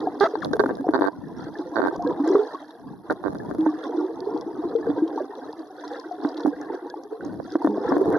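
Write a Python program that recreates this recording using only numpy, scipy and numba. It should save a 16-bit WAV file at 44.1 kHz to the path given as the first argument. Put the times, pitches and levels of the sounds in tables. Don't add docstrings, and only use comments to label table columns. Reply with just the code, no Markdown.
import sys
import numpy as np
from scipy import signal
from scipy.fft import rfft, irfft
from scipy.io import wavfile
from scipy.ndimage import uniform_filter1d
from numba import njit

SR = 44100
rng = np.random.default_rng(int(sys.argv[2]) if len(sys.argv) > 2 else 0)


def wrap_up_sound(samples):
    columns = np.atleast_2d(samples).T
    tamed = np.clip(columns, -1, 1)
    steps = np.round(tamed * 32767).astype(np.int16)
    wavfile.write(sys.argv[1], SR, steps)


N = 360738
TIME = np.arange(N) / SR
CUTOFF_HZ = 14200

# t/s, big bubbles/dB, middling bubbles/dB, fizz/dB
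AIR_LEVELS = [(0.0, -26, -38, -59), (0.34, -38, -45, -59), (0.89, -36.5, -47, -64.5),
              (1.16, -44.5, -49.5, -66), (1.75, -31.5, -42.5, -57), (2.0, -36, -39, -63),
              (2.3, -23.5, -32.5, -52), (2.51, -39, -39, -56.5), (2.71, -46.5, -51.5, -65),
              (3.05, -47.5, -50, -66.5), (3.74, -34, -43, -62.5), (4.6, -33, -43.5, -62.5),
              (4.92, -28.5, -40, -59), (5.74, -42, -48, -62), (6.35, -33, -42.5, -57.5),
              (7.02, -38, -48.5, -66.5), (7.52, -35, -47.5, -62), (8.18, -21, -29, -56)]


def near_plops(pan_db=-0.9, pan_spread_db=3.0):
    # t/s, f/Hz, level/dB, t60/s
    plops = [(0.025, 412, -24, 0.13), (0.071, 739, -11.5, 0.043), (0.336, 439, -16, 0.079),
             (0.534, 476, -7.5, 0.026), (0.548, 437, -15, 0.074), (0.595, 414, -7, 0.085),
             (0.636, 523, -16, 0.047), (0.642, 308, -8, 0.031), (0.656, 274.4, -20.5, 0.2),
             (0.708, 465, -13, 0.028), (0.796, 275, -17.5, 0.13), (0.842, 729, -24, 0.13),
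             (0.882, 920, -17, 0.02), (0.868, 440, -0.5, 0.01), (0.889, 310, -12, 0.015),
             (1.554, 1740, -32, .041), (1.591, 326.6, -20, 0.065), (1.993, 708, -25, 0.21),
             (2.047, 293, -12, 0.11), (2.066, 496, -17.5, 0.16), (2.091, 337, -15.5, 0.081),
             (2.104, 990, -26, 0.085), (2.301, 376.5, -7, .11), (2.35, 414, 1.5, 0.037),
             (2.355, 1090, -8, 0.012), (2.367, 423, -12.5, .055), (2.546, 1105, -25.5, 0.069),
             (3.098, 1410, -23.5, 0.053), (3.4, 1712, -33.5, 0.038), (3.585, 316.8, -15, 0.47),
             (3.66, 895, -16.5, 0.047), (3.663, 304.7, -13.5, 0.24), (4.004, 358, -21.5, 0.079),
             (4.344, 313, -14.5, 0.13), (4.362, 834, -22, 0.031), (4.463, 320, -17.5, 0.076),
             (4.584, 308, -19, 0.13), (4.652, 332, -14.5, 0.054), (4.751, 458, -9.5, 0.1),
             (4.869, 462, -14, 0.11), (4.894, 313, -14, 0.069), (4.973, 301, -26, 0.49),
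             (5.021, 321.4, -8.5, 0.13), (5.103, 298, -28.5, 0.32), (5.176, 895, -19.5, 0.05),
             (5.204, 593, -12.5, 0.026), (5.211, 367, -17.5, 0.06), (5.335, 940, -27, 0.031),
             (5.53, 920, -31, 0.035), (5.837, 984, -30.5, 0.07), (6.111, 721, -24.5, .14),
             (6.249, 299, -6.5, 0.051), (6.449, 307, -0.5, 0.032), (6.459, 810, -7, 0.013),
             (6.471, 291, -7.5, 0.1), (6.698, 890, -25, 0.047), (6.701, 326, -18.5, 0.064),
             (6.94, 840, -21.5, 0.03), (7.208, 1495, -29.5, 0.024), (7.551, 324, -11.5, 0.083),
             (7.617, 926, -20.5, 0.036), (7.644, 305, -9.5, 0.13), (7.675, 207.6, -22, 0.41),
             (7.68, 296.6, -18.5, 0.26), (7.922, 290, -13.5, 0.21), (7.773, 656, -16.5, 0.028),
             (7.78, 337, 0, 0.015), (7.918, 610, -7, .02), (7.995, 354, -9, 0.043),
             (7.965, 308, -0.5, 0.049), (8.011, 388, -4, 0.06), (8.081, 319, -3, 0.033),
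             (8.11, 407, -18, 0.044), (8.153, 1560, -21, .039), (8.165, 460, -3, 0.019)]
    s, hz, level_db, t60 = np.transpose(plops + bubble_strings())
    side, lead = rng.standard_normal((len(s), 2)).T
    gains = from_db(level_db + 1.0) * panned(pan_db + pan_spread_db * side)
    return pulsate(s, hz, gains, t60, skew=0.1 * np.sign(lead), rise=0.063, swell_cycles=1.0)


def bubble_strings(per_s=27, t60=0.16, uneven_db=0.5):
    # first t/s, last t/s, first f/Hz, last f/Hz, first level/dB, last level/dB
    strings = [(2.197, 2.39, 283.8, 422.7, -12.5, -12.5), (3.943, 4.041, 341, 374, -19, -19),
               (4.214, 4.266, 377, 418, -22.5, -21), (7.716, 7.844, 319.5, 442, -20.5, -28.5)]
    rows = []
    for first_s, last_s, first_hz, last_hz, first_db, last_db in strings:
        count = 1 + round((last_s - first_s) * per_s)
        s = np.linspace(first_s, last_s, count)
        hz = np.geomspace(first_hz, last_hz, count)
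        level_db = np.linspace(first_db, last_db, count) + uneven_db * rng.standard_normal(count)
        rows += zip(s, hz, level_db, [t60] * count)
    return rows


def stray_bubbles(uneven_db=6.5, pan_spread_db=1.5):
    # lowest f/Hz, highest f/Hz, rate/(1/s), level over the middling bubbles/dB, t60/s
    strays = [(275, 360, 3, 5.5, 0.14), (630, 1150, 6.1, 13, 0.062), (1438, 1900, 4, 4.5, 0.067)]
    air_s, _, middling_db, _ = np.transpose(AIR_LEVELS)
    out = np.zeros((2, N))
    for low_hz, high_hz, per_s, over_db, t60 in strays:
        s = np.cumsum(rng.gamma(2, 1 / (2 * per_s), size=100))
        place, size, side, skew = rng.uniform(-1, 1, (len(s), 4)).T
        hz = low_hz * (high_hz / low_hz) ** ((place + 1) / 2)
        level_db = np.interp(s, air_s, middling_db) + over_db + uneven_db * size
        gains = from_db(level_db) * panned(pan_spread_db * side)
        out += pulsate(s, hz, gains, np.full(len(s), t60), 0.31 * skew, rise=0.06, swell_cycles=5.4)
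    return out


def gurgle(puff_db=2.5, puff_hz=9, small_follows=0.38):
    # t/s, length/s, small-bubble lift/dB, fizz lift/dB (none if negative)
    flurries = [(1.24, 0.031, 6, 4), (1.375, 0.087, 9.5, 6), (2.223, 0.27, 3, 3), (2.511, .2, 5, 3.5),
                (3.67, 0.18, 8.5, 6.5), (5.76, 0.3, 6.5, 3.5), (6.376, 0.075, 4.5, 2.5),
                (6.56, 0.25, 7.5, -3.5), (7.458, 0.057, 10.5, 10), (7.85, 0.071, 10.5, 5.5),
                (8.156, 0.058, 11, -5)]
    # f/Hz, level/dB
    big_spectrum = [(200, -18), (260, -8.5), (305, 2), (360, -3), (470, -0.5), (560, -7.5), (700, -24.5)]
    # f/Hz, level/dB
    middling_spectrum = [(450, -19), (600, -5.5), (700, 1.5), (900, 1), (1100, -2.5), (1300, -9),
                         (1800, -23.5)]
    air_s, *columns = np.transpose(AIR_LEVELS)
    air_db = np.array([np.interp(TIME, air_s, db) for db in columns])
    big_db, middling_db, fizz_db = air_db + puff_db * drift(puff_hz)[0]
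    starts, lengths, *lifts_db = np.transpose(flurries)
    small_lift, fizz_lift = [swells(starts, lengths, db, rest_db=0, rise_db_per_s=199, fall_db_per_s=132)
                             for db in lifts_db]
    small_db = small_follows * middling_db + (1 - small_follows) * fizz_db + small_lift
    big = cloud(253.3, 550.7, count=1800, cycles=18.7, spread_db=4.5, width=0.3, rise=0.069)
    middling = cloud(560, 1300, count=5000, cycles=33.3, spread_db=4.5, width=0.4, rise=0.055)
    small = cloud(1300, 2083, count=4000, cycles=31, spread_db=4.5, width=1.0, rise=0.035)
    fizz = cloud(2600, 6200, count=22000, cycles=35, spread_db=8.5, width=1.64, rise=0.033)
    finest = cloud(7670, 8560, count=9000, cycles=140, spread_db=8.5, width=0.73, rise=0.03)
    return (from_db(big_db - 1.0) * rms_one(coloured(big, big_spectrum))
            + from_db(middling_db - 0.55) * rms_one(coloured(middling, middling_spectrum))
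            + from_db(small_db - 2.0) * small
            + from_db(fizz_db + fizz_lift + 1.5) * (fizz + from_db(-4.0) * finest))


def cloud(low_hz, high_hz, count, cycles, spread_db, width, rise):
    when, place = rng.random((count, 2)).T
    size, life, side, skew = np.clip(rng.standard_normal((count, 4)).T, -2.2, 2.2)
    hz = low_hz * (high_hz / low_hz) ** place
    gains = from_db(spread_db * size) * panned(4 * width * side)
    t60 = cycles / hz * np.exp(0.8 * life)
    crowd = pulsate(when * N / SR, hz, gains, t60, width * skew, rise, swell_cycles=0.15)
    power = uniform_filter1d(np.mean(crowd ** 2, axis=0), size=5000)
    return crowd / np.sqrt(power + 1e-9)


@njit
def pulsate(s, hz, gains, t60, skew, rise, swell_cycles):
    out = np.zeros((2, N))
    for k in range(len(s)):
        start, length = max(int(s[k] * SR), 0), int(t60[k] * SR) + 1
        w = 2 * np.pi * hz[k] / SR
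        step = np.exp(-6.9 / length + 1j * w * (1 - rise / 7))
        climb = np.exp(1j * w * rise / length)
        turn = np.exp(1j * skew[k])
        opening = np.exp(-hz[k] / (swell_cycles * SR))
        wave, closed = 1 + 0j, 1.
        for i in range(start, min(start + length, N)):
            out[0, i] += gains[0, k] * (1 - closed) * wave.imag
            out[1, i] += gains[1, k] * (1 - closed) * (wave * turn).imag
            wave *= step
            step *= climb
            closed *= opening
    return out


def knocks(uneven_db=4.5, rebound_s=0.002742, rebound_db=-6.5, soft_hz=2300):
    # t/s, level/dB, left-right/dB, brightness/(dB per decade)
    case_knocks = [(0.2101, -18, -4, 36), (0.2404, -12, 4, 27), (0.3546, -19.5, 8.5, 18),
                   (0.4498, -22, -22, -12), (0.5336, -12.5, -4.5, 14), (0.638, -12.5, -1, -2),
                   (0.6604, -16.5, 2, 1), (0.8887, -19.5, 3, -22), (3.3535, -21.5, -2, 1),
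                   (3.4208, -37, 22, -2), (3.5117, -22, 13, -15), (3.664, -16.5, -10, -18.5),
                   (4.8666, -26, -11.5, -3), (4.9013, -24, -4, -12), (6.249, -14.5, -2, -1),
                   (6.4597, -22, -5, -13), (7.4004, -31.5, -31, -26), (7.5549, -16, 0.5, -8),
                   (7.6473, -12.5, 3, -8), (7.6726, -17.5, 0.5, -20), (7.922, -13, 9, -8),
                   (7.9673, -15.5, 5, -13)]
    # f/Hz, level/dB, t60/s
    case_modes = [(305.5, -2, 0.05), (396, -16.5, 0.087), (537, -4, 0.028), (661, -15, 0.032),
                  (913, -6.5, 0.03), (1170, -14, 0.01), (1353, -11, 0.0067), (1572, -15.5, 0.033),
                  (3790, -22, 0.014), (4550, -22, 0.023), (10300, -21.5, 0.0015)]
    s, level_db, pan_db, bright_db = np.transpose(case_knocks + creak_jerks())
    chance = rng.standard_normal((len(s), len(case_modes))).T
    out = np.zeros((2, N))
    for k, (hz, mode_db, t60) in enumerate(case_modes):
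        strength_db = level_db + 0.5 + mode_db + bright_db * np.log10(hz / 900) + uneven_db * chance[k]
        clicks = np.zeros((2, N))
        clicks[:, (s * SR).astype(int)] = from_db(strength_db) * panned(pan_db)
        clicks += from_db(rebound_db) * np.roll(clicks, int(rebound_s * SR), axis=1)
        clicks[k % 2] = np.roll(clicks[k % 2], 5)
        out += ring(clicks, hz, t60)
    cushion = signal.butter(2, soft_hz, fs=SR, output="sos")
    return high_passed(signal.sosfilt(cushion, out), 360, order=2)


def creak_jerks(jitter_s=0.00032, uneven_db=0.2, pan_spread_db=17.5):
    # first t/s, last t/s, jerk rate/(1/s), level/dB, left-right/dB, brightness/(dB per decade)
    creaks = [(0.5946, 0.6061, 150, -9, 6, 9.5), (0.6917, 0.7084, 106, -18, 8, -6),
              (0.9361, 0.9597, 130, -9, -13, 8), (0.967, 0.9905, 84, -19, -14, -3.5),
              (1.0096, 1.0835, 101, -13, -10.5, 4), (1.758, 1.8027, 107, -12.5, -10, 7.5),
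              (1.8172, 1.8829, 88, -13.5, -15, 3), (3.1005, 3.1184, 172, -14, 13.5, -2),
              (3.2401, 3.2808, 109, -19.5, -19, -5)]
    rows = []
    for first_s, last_s, per_s, level_db, pan_db, bright_db in creaks:
        count = 1 + round((last_s - first_s) * per_s)
        late, weak, side = rng.standard_normal((count, 3)).T
        s = np.linspace(first_s, last_s, count) + jitter_s * late
        rows += zip(s, level_db - uneven_db * weak, pan_db + pan_spread_db * side, [bright_db] * count)
    return rows


def squeaks(db_per_octave=-6.0, rasp=0.049):
    # t/s, length/s, start f/Hz, end f/Hz, level/dB, left-right/dB
    slips = [(0.206, 0.036, 387.3, 407, -16.5, -7), (.240, 0.028, 660, 678, -22.5, 2.5),
             (0.254, 0.022, 768, 1490, -28.5, -7), (0.419, 0.019, 1940, 1000, -31, 9)]
    out = np.zeros((2, N))
    waver = 1 + rasp * drift(600)[0]
    for s, length, start_hz, end_hz, level_db, pan_db in slips:
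        start, size = int(s * SR), int(length * SR)
        hz = np.geomspace(start_hz, end_hz, size) * waver[start:start + size]
        phase = 2 * np.pi * np.cumsum(hz) / SR
        tone = sum(from_db(db_per_octave * np.log2(k)) * np.sin(k * phase)
                   for k in range(1, 32) if k * end_hz < CUTOFF_HZ)
        tone *= signal.windows.tukey(size, 0.2)
        out[:, start:start + size] += np.outer(from_db(level_db) * panned(pan_db), tone)
    return coloured(out, [(1700, 3.5), (3200, -7.5), (6500, -13.5), (10000, -24)])


def crackle(mean_gap_s=0.0035, uneven_db=8.5):
    # start t/s, end t/s, level/dB
    grips = [(0.439, 0.573, -16.5), (0.595, .70, -15), (0.694, 0.815, -25.5), (0.903, 1.084, -21.5),
             (1.729, 1.9, -21), (3.103, 3.134, -16.5), (3.227, 3.699, -21.5), (6.446, 6.488, -16.5),
             (7.243, 7.423, -29), (7.623, 7.693, -19), (7.918, 8.143, -18)]
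    # f/Hz, level/dB
    slip_spectrum = [(100, -2.5), (600, 16), (2000, -9.5), (4000, -19.5), (7000, -19.5), (12000, -21.5)]
    s = np.cumsum(rng.gamma(4, mean_gap_s / 4, 4000))
    signs = rng.choice([-1, 1], (2, len(s)))
    sizes = signs * from_db(uneven_db * np.minimum(rng.standard_normal(len(s)), 1.6))
    clicks = np.zeros((2, N))
    for start, end, level_db in grips:
        slipping = (s > start) & (s < end)
        clicks[:, (s[slipping] * SR).astype(int)] = from_db(level_db) * sizes[:, slipping]
    return coloured(clicks, slip_spectrum)


def flow(lumpy_db=4.0, lump_hz=35, shared=0.85):
    # t/s, length/s, level/dB
    sweeps = [(0.0, .04, -49), (0.441, .08, -39), (0.6, .35, -45.5), (1.158, .28, -45), (1.647, .02, -56),
              (1.992, 0.085, -41), (2.864, .05, -44), (3.094, .03, -49.5), (3.256, 0.32, -42),
              (3.6, 0.12, -56), (4.14, .4, -55), (4.625, 0.019, -47), (4.865, 0.028, -40),
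              (5.458, .02, -61), (6.24, .02, -69), (6.46, .2, -57), (7.246, .15, -45), (7.554, .12, -71),
              (7.87, .04, -45.5), (8.064, 0.032, -40.5)]
    # f/Hz, level/dB
    rumble_spectrum = [(15, -32), (35, -13.5), (60, -7.5), (120, -1.5), (190, 2), (300, 4.5), (600, -26),
                       (1500, -58)]
    flow_db = swells(*np.transpose(sweeps), rest_db=-69, rise_db_per_s=258.5, fall_db_per_s=103)
    eddies = rng.standard_normal((2, N)) + shared * rng.standard_normal(N)
    eddies *= from_db(lumpy_db * drift(lump_hz))
    return from_db(flow_db + 7.0) * rms_one(coloured(eddies, rumble_spectrum))


def ticks(t60=0.004, echo_s=0.0012, echo_db=-3.5):
    # t/s, level/dB, f/Hz
    snaps = [(0.2003, -33, 3830), (0.4468, -29, 3780), (0.5325, -37.5, 5700), (1.586, -44.5, 4100),
             (1.9612, -45, 5830), (2.0738, -42, 3960), (2.2763, -37, 5740), (3.1068, -40.5, 3500),
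             (3.6074, -41.5, 3040), (3.8388, -39, 3270), (4.2046, -41, 5000), (4.376, -46, 3860),
             (4.411, -41.5, 4460), (4.7605, -44, 3950), (5.078, -40.5, 3280), (5.528, -46, 4170),
             (5.879, -41.5, 4570), (5.9986, -41, 5300), (6.29, -42.5, 4430), (6.3696, -42, 4300),
             (6.4348, -43, 3870), (6.9, -41, 4500), (7.2494, -45, 5540), (7.521, -42, 4460)]
    s, level_db, hz = np.transpose(snaps + faint_ticks())
    gains = from_db(level_db + 11.5) * panned(4 * rng.standard_normal(len(s)))
    out = np.zeros((2, N))
    for k in range(4):
        late, skew, detune = rng.standard_normal((len(s), 3)).T
        arrival = s + k * echo_s * np.exp(0.23 * late)
        out += pulsate(arrival, hz * np.exp(0.14 * detune), gains * from_db(k * echo_db),
                       np.full(len(s), t60), 0.84 * skew, rise=0., swell_cycles=0.083)
    return out


def faint_ticks(count=12, uneven_db=2.0, centre_hz=4200, pitch_spread=0.25):
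    when, size, place = rng.uniform(-1, 1, (count, 3)).T
    s = TIME[-1] * (when + 1) / 2
    air_s, _, _, fizz_db = np.transpose(AIR_LEVELS)
    level_db = np.interp(s, air_s, fizz_db) + 16 + uneven_db * size
    return list(zip(s, level_db, centre_hz * np.exp(pitch_spread * place)))


def hiss():
    # f/Hz, level/dB
    hiss_spectrum = [(500, -5.5), (3000, -7), (6000, -7.5), (9000, 10), (13000, 15)]
    return from_db(-65.5) * rms_one(coloured(rng.standard_normal((2, N)), hiss_spectrum))


def swells(starts, lengths, tops_db, rest_db, rise_db_per_s, fall_db_per_s):
    curve = np.full(N, float(rest_db))
    for start, length, top_db in zip(starts, lengths, tops_db):
        before, after = np.maximum(start - TIME, 0), np.maximum(TIME - start - length, 0)
        curve = np.maximum(curve, top_db - rise_db_per_s * before - fall_db_per_s * after)
    return curve


def drift(hz, hop=40):
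    r = np.exp(-2 * np.pi * hz * hop / SR)
    noise = rng.standard_normal((2, N // hop + 2002))
    slow = signal.lfilter([1], [1, -2 * r, r * r], noise)[:, 2000:]
    return np.array([np.interp(np.arange(N) / hop, np.arange(len(s)), rms_one(s)) for s in slow])


def ring(clicks, hz, t60):
    r, w = from_db(-60 / (t60 * SR)), 2 * np.pi * hz / SR
    return signal.lfilter([0, np.sin(w)], [1, -2 * r * np.cos(w), r * r], clicks + 1e-18)


def coloured(x, spectrum, size=8192):
    hz, db = np.transpose(spectrum)
    grid = np.maximum(np.arange(size // 2 + 1) * SR / size, 1)
    gain = from_db(np.interp(np.log(grid), np.log(hz), db))
    cepstrum = irfft(np.log(gain))
    cepstrum[1:size // 2] *= 2
    cepstrum[size // 2 + 1:] = 0
    impulse = irfft(np.exp(rfft(cepstrum)))
    return signal.oaconvolve(x, impulse[None], axes=1)[:, :N]


def high_passed(x, hz, order):
    return signal.sosfilt(signal.butter(order, hz, "high", fs=SR, output="sos"), x)


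def panned(pan_db):
    sides = from_db(np.multiply.outer([1, -1], pan_db) / 2)
    return sides / np.sqrt(np.mean(sides ** 2, axis=0))


def from_db(db):
    return 10 ** (np.asarray(db) / 20)


def rms_one(x):
    return x / np.sqrt(np.mean(x ** 2) + 1e-20)


def scene():
    background = hiss()
    bubbling = gurgle() * panned([-0.7]) + near_plops() + stray_bubbles()
    on_case = knocks() + squeaks() + crackle()
    return high_passed(bubbling, 200, order=2) + on_case + flow() + ticks() + background


def record(dry, overload=0.6):
    # f/Hz, level/dB
    wall_response = [(1700, 1.5), (2050, -7), (2280, -16.5), (2430, -33), (2720, -10.5), (3000, -21.5),
                     (3300, -0.5), (6000, -1.5), (7200, -8), (8150, -38), (9000, -6.5), (11000, 3),
                     (12300, -8.5), (13500, -23)]
    rounded = overload * np.tanh(dry / overload)
    muffled = high_passed(coloured(rounded, wall_response), 84, order=1)
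    return signal.sosfilt(signal.cheby2(12, 60, CUTOFF_HZ, fs=SR, output="sos"), muffled)


dry = scene()
out = record(dry)
wrap_up_sound(out)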